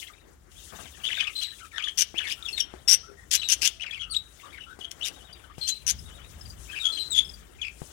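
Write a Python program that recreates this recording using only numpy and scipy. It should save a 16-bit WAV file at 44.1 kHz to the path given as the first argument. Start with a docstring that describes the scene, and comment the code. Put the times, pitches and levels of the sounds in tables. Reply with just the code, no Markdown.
"""Budgerigars close to a phone in a wooden aviary whistle fluttering syrinx notes and rasp loud squawks in puffs.
Far birds give low calls and even trills as gliding tones, a dove coos and the flock twitters at the far end.
Claws knock on perches as damped thuds; short flights, wings and feathers are shaped bands of noise.
The left port is open, the right is half covered and muffled; wind rumbles on both."""
import sys
import numpy as np
from scipy import signal
from scipy.fft import rfft, irfft, next_fast_len
from scipy.io import wavfile

SR = 44100
rng = np.random.default_rng(int(sys.argv[2]) if len(sys.argv) > 2 else 0)


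def unload_wav(signal):
    """Save mono or channel-first audio to the path in sys.argv[1] as 16-bit WAV at rate SR, clipped to [-1, 1]."""
    wavfile.write(
        sys.argv[1],
        SR,
        np.round(np.clip(np.atleast_2d(signal).T, -1, 1) * 32767).astype(np.int16),
    )


N = 349272


def undb(db):
    """Decibels to gain."""
    return 10 ** (np.asarray(db) / 20)


def unit(x):
    """Scale to rms 1."""
    return x / np.sqrt(np.mean(x ** 2))


def noise():
    """White noise as long as the scene."""
    return rng.standard_normal(N)


def band(x, lo_hz, hi_hz, order=2):
    """Butterworth band-pass."""
    edges_hz = [lo_hz, min(hi_hz, SR / 2.1)]
    return signal.sosfilt(signal.butter(order, edges_hz, "band", fs=SR, output="sos"), x)


def walk(rate_hz):
    """Random levels drawn at a steady rate and joined by straight lines, scaled to rms 1."""
    step = int(SR / rate_hz)
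    knots = N // step + 2
    return unit(np.interp(np.arange(N) / step, np.arange(knots), rng.standard_normal(knots)))


def running_phase(hz):
    """Phase in radians of a tone whose pitch moves."""
    return 2 * np.pi * np.cumsum(hz) / SR


def add(out, start_s, x):
    """Mix a sound in at its time."""
    i = int(start_s * SR)
    out[i:i + len(x)] += x[:N - i]


def swell(n, rise_s, fall_s):
    """Rounded rise and fall over n samples."""
    s = np.arange(n) / SR
    return np.sin(np.pi / 2 * np.clip(np.minimum(s / rise_s, s[::-1] / fall_s), 0, 1)) ** 2


# Late echo from the yard: decay time, level beside the early echo, upper edge
YARD_T60_S, YARD_DB, YARD_TOP_HZ = 0.35, -16, 4800


def woodwork(x, t60_s, wet_db):
    """Short dense echo from roof, nest pots and back wall, then a faint, dull, long one from the yard."""
    s = np.arange(int(YARD_T60_S * SR)) / SR
    air = rng.standard_normal(len(s))
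    near = band(air, 200, 13800, order=1) * np.exp(-np.log(1000) * s / t60_s)
    yard = undb(YARD_DB) * band(air, 230, YARD_TOP_HZ, order=3) * np.exp(-np.log(1000) * s / YARD_T60_S)
    tail = (near + yard) * (s > .002)
    return x + undb(wet_db) * signal.fftconvolve(x, tail / np.linalg.norm(tail))[:N]


PORT_LAG_S = 36 / SR
# Response of the half-covered microphone port: pitch_hz, gain_db
PORT_RESPONSE = [(60, -29), (200, -38), (700, -61), (1300, -33), (2400, -33), (4400, -35.5), (8000, -48),
                 (15000, -45)]


def covered(x):
    """The covered port is nearer the birds: sound comes earlier but muffled."""
    size = next_fast_len(N)
    hz = np.arange(size // 2 + 1) * SR / size
    port_hz, port_db = np.transpose(PORT_RESPONSE)
    db = np.interp(np.log(hz + 1), np.log(port_hz), port_db)
    earlier = np.exp(2j * np.pi * hz * PORT_LAG_S)
    return irfft(rfft(x, size) * undb(db) * earlier, size)[:N]


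# Wind on the microphone ports, mean of both before its random gusting: time_s, rumble_db
WIND_RUMBLE = [(0, -60.5), (.7, -56), (1.8, -59), (2.4, -55), (5.8, -56.5), (5.95, -43.5), (6.2, -53.5),
               (6.55, -45), (6.95, -60.5), (7.2, -45.5), (7.5, -56)]


def wind(shared):
    """Low buffeting noise that swells at random, partly the same on both ports."""
    both, left, right = (unit(band(noise(), 47.1, 77.3)) + 0.41 * unit(band(noise(), 79, 185))
                         for _ in range(3))
    ports = np.sqrt(shared) * both + np.sqrt(1 - shared) * np.array([left, right])
    db = np.interp(np.arange(N) / SR, *np.transpose(WIND_RUMBLE))
    return undb(db + 1.13 * walk(6.6)) * ports * undb([[1.5], [-1.5]])


def flicker(spectrum, width, shared_db, own_db, rate_hz):
    """Noise bands that swell a little together and flicker alone."""
    shared = shared_db * np.tanh(walk(rate_hz))
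    total = np.zeros(N)
    for hz, db in spectrum:
        own = own_db * np.tanh(walk(3 * rate_hz))
        total += undb(db + shared + own) * unit(band(noise(), hz / width, hz * width))
    return unit(total)


# Colour of the feather rustle: band_centre_hz, relative_level_db
RUSTLE_BANDS = [(3200, 2.5), (4600, 1), (6500, 8), (9000, 8.5), (12000, -16), (15500, 4.5)]


def feather_rustle():
    """Feathers brush: high noise bands flicker quickly."""
    return flicker(RUSTLE_BANDS, width=1.2, shared_db=3.5, own_db=4, rate_hz=16)


# Colour of the background wing beats: band_centre_hz, relative_level_db
WING_BANDS = [(180, -8), (330, 7), (600, 3.5), (1000, 0), (1500, 8)]


def wing_beats():
    """Wings move air: low noise bands flicker more slowly."""
    return flicker(WING_BANDS, width=1.35, shared_db=3, own_db=4, rate_hz=10)


def straight(notes):
    """Notes of steady level and even glide, as two-point curves."""
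    return [[(start, first_hz, db), (start + length, last_hz, db)]
            for start, length, first_hz, last_hz, db in notes]


def flock(count):
    """Many short random twitters of birds at the far end, with a short echo from the woodwork."""
    when, length, pitch, glide, loud = rng.random((count, 5)).T
    hz = 1300 + 2600 * np.sqrt(pitch)
    last_hz = hz * (.78 + 0.34 * glide)
    calls = np.transpose([7.85 * when, 0.0071 + 0.0176 * length, hz, last_hz, -7 * loud])
    twitter = whistle(straight(calls), flutter_db=-2.5, buzz=0.22, waver=0.025, overtone_db=-31.0,
                      rise_s=0.0032, fall_s=0.0059)
    return unit(woodwork(twitter, t60_s=0.062, wet_db=-10.5))


# Background through the aviary: time_s, chatter_db, rustle_db, wings_db
AVIARY_LEVELS = [(0, -46.5, -48, -63.5), (.24, -67, -68.5, -64), (.49, -103, -71, -64.5),
                 (.52, -63.5, -54.5, -68), (.71, -54.5, -50.5, -58.5), (1.65, -53, -55, -63.5),
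                 (1.71, -67, -64.5, -67.5), (2.5, -57.5, -52, -58), (2.7, -60, -64.5, -61),
                 (3.28, -79, -65, -60.5), (3.7, -60, -56, -61), (3.8, -70, -66.5, -66.5),
                 (4.35, -71.5, -63, -65), (4.45, -51.5, -57.5, -59), (4.75, -73, -67, -62),
                 (5.15, -66, -58, -56), (5.45, -63, -65.5, -62.5), (6.2, -62, -57, -58),
                 (7.3, -69, -55, -59.5), (7.45, -67, -65.5, -61), (7.92, -63, -56.5, -62)]


def background():
    """Flock chatter, feathers and wings, each following its own level curve."""
    time_s, *curves = np.transpose(AVIARY_LEVELS)
    chatter_db, rustle_db, wings_db = (np.interp(np.arange(N) / SR, time_s, c) for c in curves)
    back = undb(chatter_db) * flock(count=1200)
    back += undb(rustle_db) * feather_rustle()
    return back + undb(wings_db) * wing_beats()


# A dove's coos: start_s, length_s, first_hz, last_hz, level_db
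DOVE_COOS = [(3.07, 0.072, 410, 401, -57), (3.7, 0.21, 670, 651, -68), (4.79, 0.18, 690, 666, -68)]


def coos():
    """Low, almost pure tones that fade out softly."""
    return whistle(straight(DOVE_COOS), flutter_db=4.5, buzz=0, waver=0.00004, overtone_db=-32,
                   rise_s=0.0033, fall_s=0.077)


# Low calls of far birds: start_s, length_s, first_hz, last_hz, level_db
DISTANT_CALLS = [(.098, 0.01, 1280, 1230, -50.5), (.553, 0.043, 3100, 3730, -57),
                 (1.22, 0.092, 1265, 1235, -57), (1.602, 0.063, 1454, 1240, -52.5),
                 (1.73, 0.13, 1355, 1230, -58.5), (2.37, 0.1, 1400, 1352, -59.5),
                 (3.03, 0.075, 1300, 1390, -57.5), (3.17, 0.074, 1920, 1950, -58.5),
                 (4.01, .14, 1396, 1304, -59), (4.429, 0.06, 1130, 1193, -52.5),
                 (4.666, 0.071, 1313, 1562, -51), (5.438, 0.01, 1450, 1526, -51.5),
                 (5.498, 0.019, 1140, 1270, -52.5), (6.73, 0.024, 1580, 1720, -44.5),
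                 (6.82, .11, 1380, 1290, -56), (7.585, 0.054, 2420, 2460, -56)]


def far_calls():
    """Faint gliding syrinx tones with weak overtones."""
    return whistle(straight(DISTANT_CALLS), flutter_db=2.5, buzz=0.1, waver=0.017, overtone_db=-30.0,
                   rise_s=0.0016, fall_s=0.015)


TRILL_HZ, TRILL_SWING_HZ, TRILL_RATE_HZ = 3370, 403, 11
# Even trills of a bird further off, levels before echo: start_s, length_s, level_db
DISTANT_TRILLS = [(4.413, 0.33, -67.5), (5.137, 0.24, -62.5), (6.038, 0.22, -61.5)]


def trills():
    """The pitch swings evenly up and down, loudest at the top, under a strong echo."""
    out = np.zeros(N)
    for start, length, db in DISTANT_TRILLS:
        swing = np.sin(2 * np.pi * TRILL_RATE_HZ * np.arange(int(length * SR)) / SR)
        tone = np.sin(running_phase(TRILL_HZ + TRILL_SWING_HZ * swing))
        add(out, start, undb(db + 0.72 * swing) * swell(len(swing), 0.015, 0.018) * tone)
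    return woodwork(out, t60_s=0.1, wet_db=2.0)


WINGBEAT_HZ, FLAP_S = 16, 0.026  # each push of air peaks after half of FLAP_S
# Short flights near the phone: first_downstroke_s, length_s, first_level_db
NEAR_FLIGHTS = [(0.721, 0.14, -48), (0.978, 0.26, -59), (5.097, 0.23, -57.5)]


def flights():
    """Each downstroke pushes a low thump and a swish of air that dies away."""
    out, air = np.zeros(N), noise()
    air = unit(band(air, 90, 250)) + 1.18 * unit(band(air, 270, 1200)) + 0.31 * unit(band(air, 1030, 1440))
    for start, length, db in NEAR_FLIGHTS:
        s = np.arange(int(length * SR)) / SR
        since = s % (1 / WINGBEAT_HZ) / FLAP_S
        push = np.e * 2 * since * np.exp(-2 * since)
        add(out, start, undb(db - 4 * s / length) * push * air[int(start * SR):][:len(s)])
    return out


# Claws landing on perches: start_s, level_db, perch_hz, scratch_db (beside the thud)
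PERCH_KNOCKS = [(2.143, -43.5, 340, -34), (2.739, -42.5, 367, -16.5), (3.63, -48.5, 336, 0),
                (4.79, -49.5, 413, -3.5), (5.582, -39.5, 149, -9.5), (7.818, -34, 150, -28)]


def knocks():
    """A claw lands: the perch gives a damped thud, the claw a short scratch."""
    out, s = np.zeros(N), np.arange(int(.06 * SR)) / SR
    scratch = unit(band(noise(), 380, 8700))
    for start, db, hz, scratch_db in PERCH_KNOCKS:
        thud = np.sin(2 * np.pi * hz * s) * np.exp(-s / 0.0097)
        thud += 9.1 * np.sin(2 * np.pi * 1.68 * hz * s) * np.exp(-s / 0.00045)  # brief click of a higher mode
        i = int(start * SR)
        scrape = undb(scratch_db) * scratch[i:i + len(s)] * np.exp(-s / 0.041)
        add(out, start, undb(db) * (thud + scrape))
    return out


BUZZ_HZ = 244.5  # mean beat rate
PURE_HZ = 3494  # lower notes are looser, higher ones steadier
THROAT_HZ, THROAT_WIDTH_HZ = 3530, 390
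BREATH_DB = -23.5  # air that escapes beside a whistled tone, less on high notes


def whistle(calls, flutter_db, buzz, waver, overtone_db, rise_s, fall_s):
    """A near-sine syrinx tone, less steady on low notes; the throat lifts octaves that fall on it."""
    out, shake, flutter, patchy = np.zeros(N), walk(420), walk(300), walk(120)
    hoarse = 1 + 6 * buzz / 10 * walk(2600)  # turbulent air frays the tone
    breath = undb(BREATH_DB) * unit(band(noise(), 2960, 5650))
    # both halves of the syrinx beat against each other now and then
    beat_depth = np.clip(buzz * (1 + walk(40)), 0, 1)
    beat = beat_depth * np.sin(running_phase(BUZZ_HZ * (1 + 0.13 * walk(30))))
    for when, hz, curve_db in map(np.transpose, calls):
        at = slice(int(max(when[0], 0) * SR), min(int((when[-1] + fall_s / 2) * SR), N))
        s = np.arange(at.start, at.stop) / SR
        glide, db = np.interp(s, when, hz), np.interp(s, when, curve_db)
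        loose = np.minimum(PURE_HZ / glide, 1.3) ** 4
        unsteady = np.minimum(loose, 1)
        phase = running_phase(glide * (1 + waver * loose * shake[at])) + 2 * np.pi * rng.random()
        lift_db = 11 * np.exp(-((2 * glide - THROAT_HZ) / THROAT_WIDTH_HZ) ** 2)
        # the third harmonic is left out where it would pass the digital limit
        overtones = np.sin(2 * phase) + 0.36 * np.sin(3 * phase) * (glide < SR / 7)
        overtones *= undb(overtone_db + lift_db + 2.4 * patchy[at])
        level = undb(db + flutter_db * unsteady * flutter[at]) * (1 + unsteady * beat[at])
        level *= np.sqrt(2) * hoarse[at] * swell(len(glide), rise_s, fall_s)
        out[at] += level * (np.sin(phase) + overtones + unsteady * breath[at])
    return out


PIP_S, PIP_FALL = 0.013, 0.95  # length, last pitch as a share of the first
UNDERTONE, UNDERTONE_DB = 0.78, -16  # weaker line below the held whistle: share of its pitch, level beside it
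# Contact calls, a held whistle broken by a lower note: start_s, break_after_s, pitch_hz, level_db
HELD_CALLS = [(1.352, 0.057, 4040, -35.5), (3.372, 0.041, 3945, -36.5), (5.609, .059, 4133, -35.5),
              (6.919, 0.048, 4110, -35.5)]
# Their notes from the break on: delay_s, length_s, first_share and last_share of the call's pitch, relative_db
BREAK_NOTES = [(0, 0.0227, .79, 0.76, -1), (0.016, 0.051, 1, 0.96, 0.0), (.07, 0.045, 0.985, .98, -10)]
# Short high pips: start_s, first_hz, level_db
HIGH_PIPS = [(2.483, 5570, -37), (2.599, 5750, -22.5), (5.325, 4880, -46), (5.676, 4740, -32),
             (5.986, 5300, -44.5), (6.407, 5360, -46), (6.453, 4940, -49), (6.498, 4950, -46.5),
             (7.246, 5360, -47), (7.289, 5270, -42.5), (7.335, 4940, -46.5)]
# Steep streaks, some of them bright octave overtones of chirps and phrases sounding at the same time:
# start_s, length_s, first_hz, last_hz, level_db
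STREAK_LINES = [(1.87, 0.0069, 2130, 1660, -38.5), (2.266, 0.013, 3730, 3270, -36),
                (2.305, 0.023, 4410, 5670, -38), (2.576, 0.0055, 4040, 2370, -32),
                (4.107, 0.03, 9640, 8100, -40), (5.679, 0.034, 8800, 6160, -36),
                (7.102, 0.034, 8180, 7300, -36)]


def short_calls():
    """Contact calls hold their pitch, then break into the same notes; pips and streaks, some overtones, glide."""
    held = [(start, pause, 1.01 * hz, hz, db) for start, pause, hz, db in HELD_CALLS]
    under = [(start, length, UNDERTONE * first_hz, UNDERTONE * last_hz, db + UNDERTONE_DB)
             for start, length, first_hz, last_hz, db in held]
    rest = [(start + pause + delay, length, hz * first, hz * last, db + note_db)
            for start, pause, hz, db in HELD_CALLS
            for delay, length, first, last, note_db in BREAK_NOTES]
    pips = [(start, PIP_S, hz, hz * PIP_FALL, db) for start, hz, db in HIGH_PIPS]
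    return whistle(straight(held + under + rest + pips + STREAK_LINES), flutter_db=3.0, buzz=0.34,
                   waver=0.026, overtone_db=-18, rise_s=0.006, fall_s=0.01)


# Chirps of near birds, mostly falling, one curve each: time_s, pitch_hz, level_db
CHIRP_CURVES = [
    [(0.0, 3610, -41), (0.012, 2780, -56), (0.045, 2710, -56)],
    [(2.425, 3600, -43), (2.445, 3920, -58), (2.463, 3350, -34), (2.477, 3240, -50), (2.487, 2693, -35.5),
     (2.505, 2680, -57)],
    [(2.528, 4430, -36), (2.536, 4190, -33), (2.56, 4340, -46), (2.574, 3590, -38), (2.59, 3740, -42),
     (2.612, 3070, -29)],
    [(3.993, 3120, -48), (4.005, 3250, -37.5), (4.027, 3186, -47), (4.033, 2974, -33), (4.041, 2830, -35),
     (4.06, 2970, -60)],
    [(4.097, 4280, -52), (4.11, 4740, -40.5), (4.14, 3850, -38.5)],
    [(4.144, 2900, -24), (4.157, 4090, -42.5), (4.165, 3790, -21.5), (4.21, 3730, -75)],
    [(4.59, 3050, -61), (4.61, 2985, -46), (4.64, 2810, -51), (4.65, 2800, -60)],
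    [(4.805, 3400, -46.5), (4.817, 2930, -42), (4.843, 3200, -46), (4.851, 3085, -32), (4.87, 3030, -81)],
    [(5.008, 2713, -37), (5.022, 2970, -45), (5.03, 3140, -30), (5.04, 3705, -35.5), (5.05, 3740, -32)],
    [(6.797, 3800, -38), (6.805, 3885, -37), (6.835, 3560, -35.5), (6.843, 3226, -43), (6.855, 3284, -29),
     (6.91, 3440, -40.5)],
    [(7.1, 4050, -51), (7.108, 4040, -39.5), (7.148, 3374, -26.5), (7.17, 3477, -36), (7.18, 3390, -23),
     (7.26, 3433, -58.5)],
    [(7.614, 3270, -45), (7.62, 3357, -34.5), (7.64, 2450, -40.5), (7.684, 2415, -43), (7.695, 2400, -59)],
]


def chirps():
    """Fluttering syrinx tones with a sharp start and little buzz."""
    return whistle(CHIRP_CURVES, flutter_db=4.5, buzz=0.16, waver=0.019, overtone_db=-18.5,
                   rise_s=0.001, fall_s=0.0041)


# Strokes of warbled phrases of near birds, several to a phrase, some sounding together, one curve a stroke:
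# time_s, pitch_hz, level_db
PHRASE_STROKES = [
    [(1.035, 2970, -43), (1.045, 3107, -32), (1.063, 3210, -33), (1.075, 3620, -33), (1.097, 2340, -39)],
    [(1.1, 1930, -42), (1.106, 1983, -37), (1.113, 2605, -38), (1.119, 3255, -34), (1.13, 2940, -34),
     (1.136, 1870, -37.5), (1.14, 1420, -48)],
    [(1.14, 2790, -31), (1.144, 3396, -32), (1.149, 3926, -42), (1.157, 2920, -36), (1.16, 1900, -42),
     (1.166, 2590, -47), (1.172, 2644, -34), (1.178, 1574, -40), (1.185, 1720, -38.5)],
    [(1.16, 3750, -40), (1.185, 3600, -36.5), (1.2, 3495, -41), (1.21, 3050, -31), (1.235, 3020, -40),
     (1.245, 3620, -33)],
    [(1.186, 2520, -43), (1.202, 2540, -32), (1.22, 2507, -39), (1.225, 1847, -43.5), (1.232, 1610, -35)],
    [(1.247, 2314, -37), (1.262, 2510, -46), (1.268, 2190, -50), (1.271, 2940, -35), (1.281, 2630, -33),
     (1.299, 2230, -44), (1.308, 2000, -53)],
    [(1.713, 2960, -52), (1.728, 1814, -51.5), (1.754, 1738, -44), (1.776, 1870, -49), (1.786, 1690, -38)],
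    [(1.78, 3340, -36), (1.79, 3107, -41), (1.798, 2460, -36.5), (1.815, 2140, -46), (1.82, 2540, -36)],
    [(1.822, 3530, -32), (1.832, 2404, -45), (1.836, 3120, -32.5), (1.848, 3550, -33), (1.868, 2900, -42),
     (1.877, 3460, -42), (1.886, 3140, -32), (1.898, 3130, -31.5), (1.905, 3330, -56)],
    [(2.145, 2188, -49), (2.173, 2898, -39.5), (2.187, 3473, -28.5), (2.199, 2220, -39.5),
     (2.204, 1666, -43), (2.218, 1690, -44)],
    [(2.2, 3120, -36), (2.217, 3126, -42), (2.225, 2620, -42), (2.238, 2602, -41), (2.255, 2090, -40.5),
     (2.296, 1733, -47)],
    [(2.293, 3160, -46), (2.303, 3255, -48), (2.309, 2319, -37), (2.32, 2758, -41), (2.33, 3140, -34),
     (2.338, 3240, -52)],
    [(3.797, 2620, -44.5), (3.822, 2960, -38), (3.829, 3500, -41.5), (3.838, 2620, -38), (3.845, 1690, -46),
     (3.853, 1200, -55)],
    [(3.862, 2900, -39), (3.867, 2450, -42), (3.89, 2150, -46), (3.905, 1720, -53), (3.912, 2020, -53)],
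    [(3.908, 3350, -36.5), (3.918, 3390, -39)],
    [(3.922, 2180, -47), (3.935, 2645, -37), (3.943, 2525, -41), (3.946, 3090, -32.5), (3.95, 2605, -42),
     (3.962, 2616, -44), (3.99, 2060, -47)],
    [(4.525, 2355, -54), (4.551, 2164, -44), (4.565, 1880, -65), (4.577, 2320, -54), (4.588, 1500, -42.5)],
    [(6.675, 2293, -61), (6.705, 2650, -42), (6.716, 2530, -45), (6.72, 3235, -43), (6.748, 3190, -42.5),
     (6.755, 2440, -42.5), (6.777, 2760, -40), (6.795, 2180, -37)],
]


def phrases():
    """Buzzing syrinx tones that leap and glide in pitch, some strokes sounding together."""
    return whistle(PHRASE_STROKES, flutter_db=3.0, buzz=0.33, waver=0.015, overtone_db=-20,
                   rise_s=0.0018, fall_s=0.003)


RASP_HZ = 189.3  # mean puff rate
# Pitch spread between puffs, pitch shake (scaled by the hiss, up to -3 dB), rise in level over a squawk
PUFF_SCATTER, SHAKE, GROWTH_DB = 0.0588, 0.1293, 8
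# Rasping squawks of near birds, level reached about two thirds through the rise, voice and hiss beside the octave:
# start_s, length_s, level_db, first_hz, last_hz, fundamental_db, hiss_db
RASPED_SQUAWKS = [(1.405, 0.038, -47, 2910, 2900, 7.5, 8), (1.971, 0.06, -22, 2990, 2910, -13.5, -4),
                  (2.266, 0.073, -46, 3080, 2996, 12.5, 5.5), (2.572, 0.04, -45, 2790, 2914, 4.5, 7.5),
                  (2.874, 0.078, -14, 2628, 2898, -26, -10), (3.307, 0.061, -23, 2887, 3090, -14, 1),
                  (3.482, 0.064, -18.5, 2760, 3260, -8, -6.5),
                  (3.612, 0.071, -23.5, 2483, 3343, -4.5, -2.5), (4.134, 0.019, -41, 3890, 3700, 2, -5),
                  (4.908, 0.013, -33.5, 2845, 2756, -5, 3.5), (5.045, 0.047, -33, 3100, 3210, 2.5, 1.5),
                  (5.667, 0.04, -27.5, 3100, 3220, -7.5, -8), (5.862, 0.054, -18, 2900, 3306, -19, -8),
                  (7.15, 0.029, -38, 3340, 3310, 8, 1)]


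def squawks():
    """The syrinx opens in uneven, growing puffs, each detuned, ringing on its harmonics and blowing broad hiss."""
    out, shake = np.zeros(N), walk(1200)
    cycles = np.cumsum(RASP_HZ * (1 + 0.1204 * walk(90))) / SR
    per_puff = rng.standard_normal((int(cycles[-1]) + 1, 2))
    size, detune = np.tanh(per_puff[cycles.astype(int)]).T
    gate = np.sin(np.pi * cycles) ** 2
    puffs = unit((gate ** 1.3 + .07) * undb(6.5 * size))
    air = noise()
    hiss = 0.76 * band(air, 1780, 10550, order=4) + 0.4 * band(air[::-1], 9200, 14000)
    hiss = unit(hiss + 1.6 * band(air[::-1], 4560, 6400) + 1.25 * band(air[::-1], 2800, 3870))
    for start, length, db, first_hz, last_hz, fundamental_db, hiss_db in RASPED_SQUAWKS:
        n, i = int(length * SR), int(start * SR)
        at = slice(i, i + n)
        bend = PUFF_SCATTER * detune[at] + SHAKE * undb(min(hiss_db, -3)) * shake[at]
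        phase = running_phase(np.linspace(first_hz, last_hz, n) * (1 + bend))
        voice = undb(fundamental_db) * np.sin(phase) + np.sin(2 * phase)
        voice += undb(-13.5) * np.sin(3 * phase) + undb(-20) * np.sin(4 * phase)
        breath = undb(hiss_db) * np.sqrt(puffs[at]) * hiss[at]
        level = undb(db + GROWTH_DB * np.linspace(-.7, .3, n)) * swell(n, 0.0092, 0.0083)
        add(out, start, level * (puffs[at] * voice + breath))
    return band(out, 560, 17000, order=3)


# Table levels other than the wind's are means of the two ports; the open one carries nearly all of the sound.
OPEN_PORT_DB = 6


def scene():
    """Birds in the woodwork reach the open and the covered port, each by its own echoes."""
    birds = trills() + far_calls() + coos() + chirps() + short_calls() + phrases()
    near = flights() + knocks() + squawks()
    back = background()
    left = woodwork(birds, t60_s=0.1, wet_db=-7.5) + woodwork(near, t60_s=0.073, wet_db=-9.0) + back
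    right = covered(woodwork(birds + near, t60_s=.1, wet_db=-1) + back)
    return undb(OPEN_PORT_DB) * np.array([left, right]) + wind(shared=0.59)


TOP_HZ, CEILING = 16000, .85


def record(dry):
    """Ports add faint hiss and a partly shared murmur; the loudest peaks are rounded and the top is cut steeply."""
    hiss = undb(-74.0) * rng.standard_normal(dry.shape)
    murmur = undb(-71.5) * unit(band(rng.standard_normal(dry.shape) + noise(), 226, 540, order=1))
    rounded = CEILING * np.tanh((dry + hiss + murmur) / CEILING)
    return signal.sosfilt(signal.ellip(10, .2, 80, TOP_HZ, fs=SR, output="sos"), rounded)


dry = scene()
out = record(dry)
unload_wav(out)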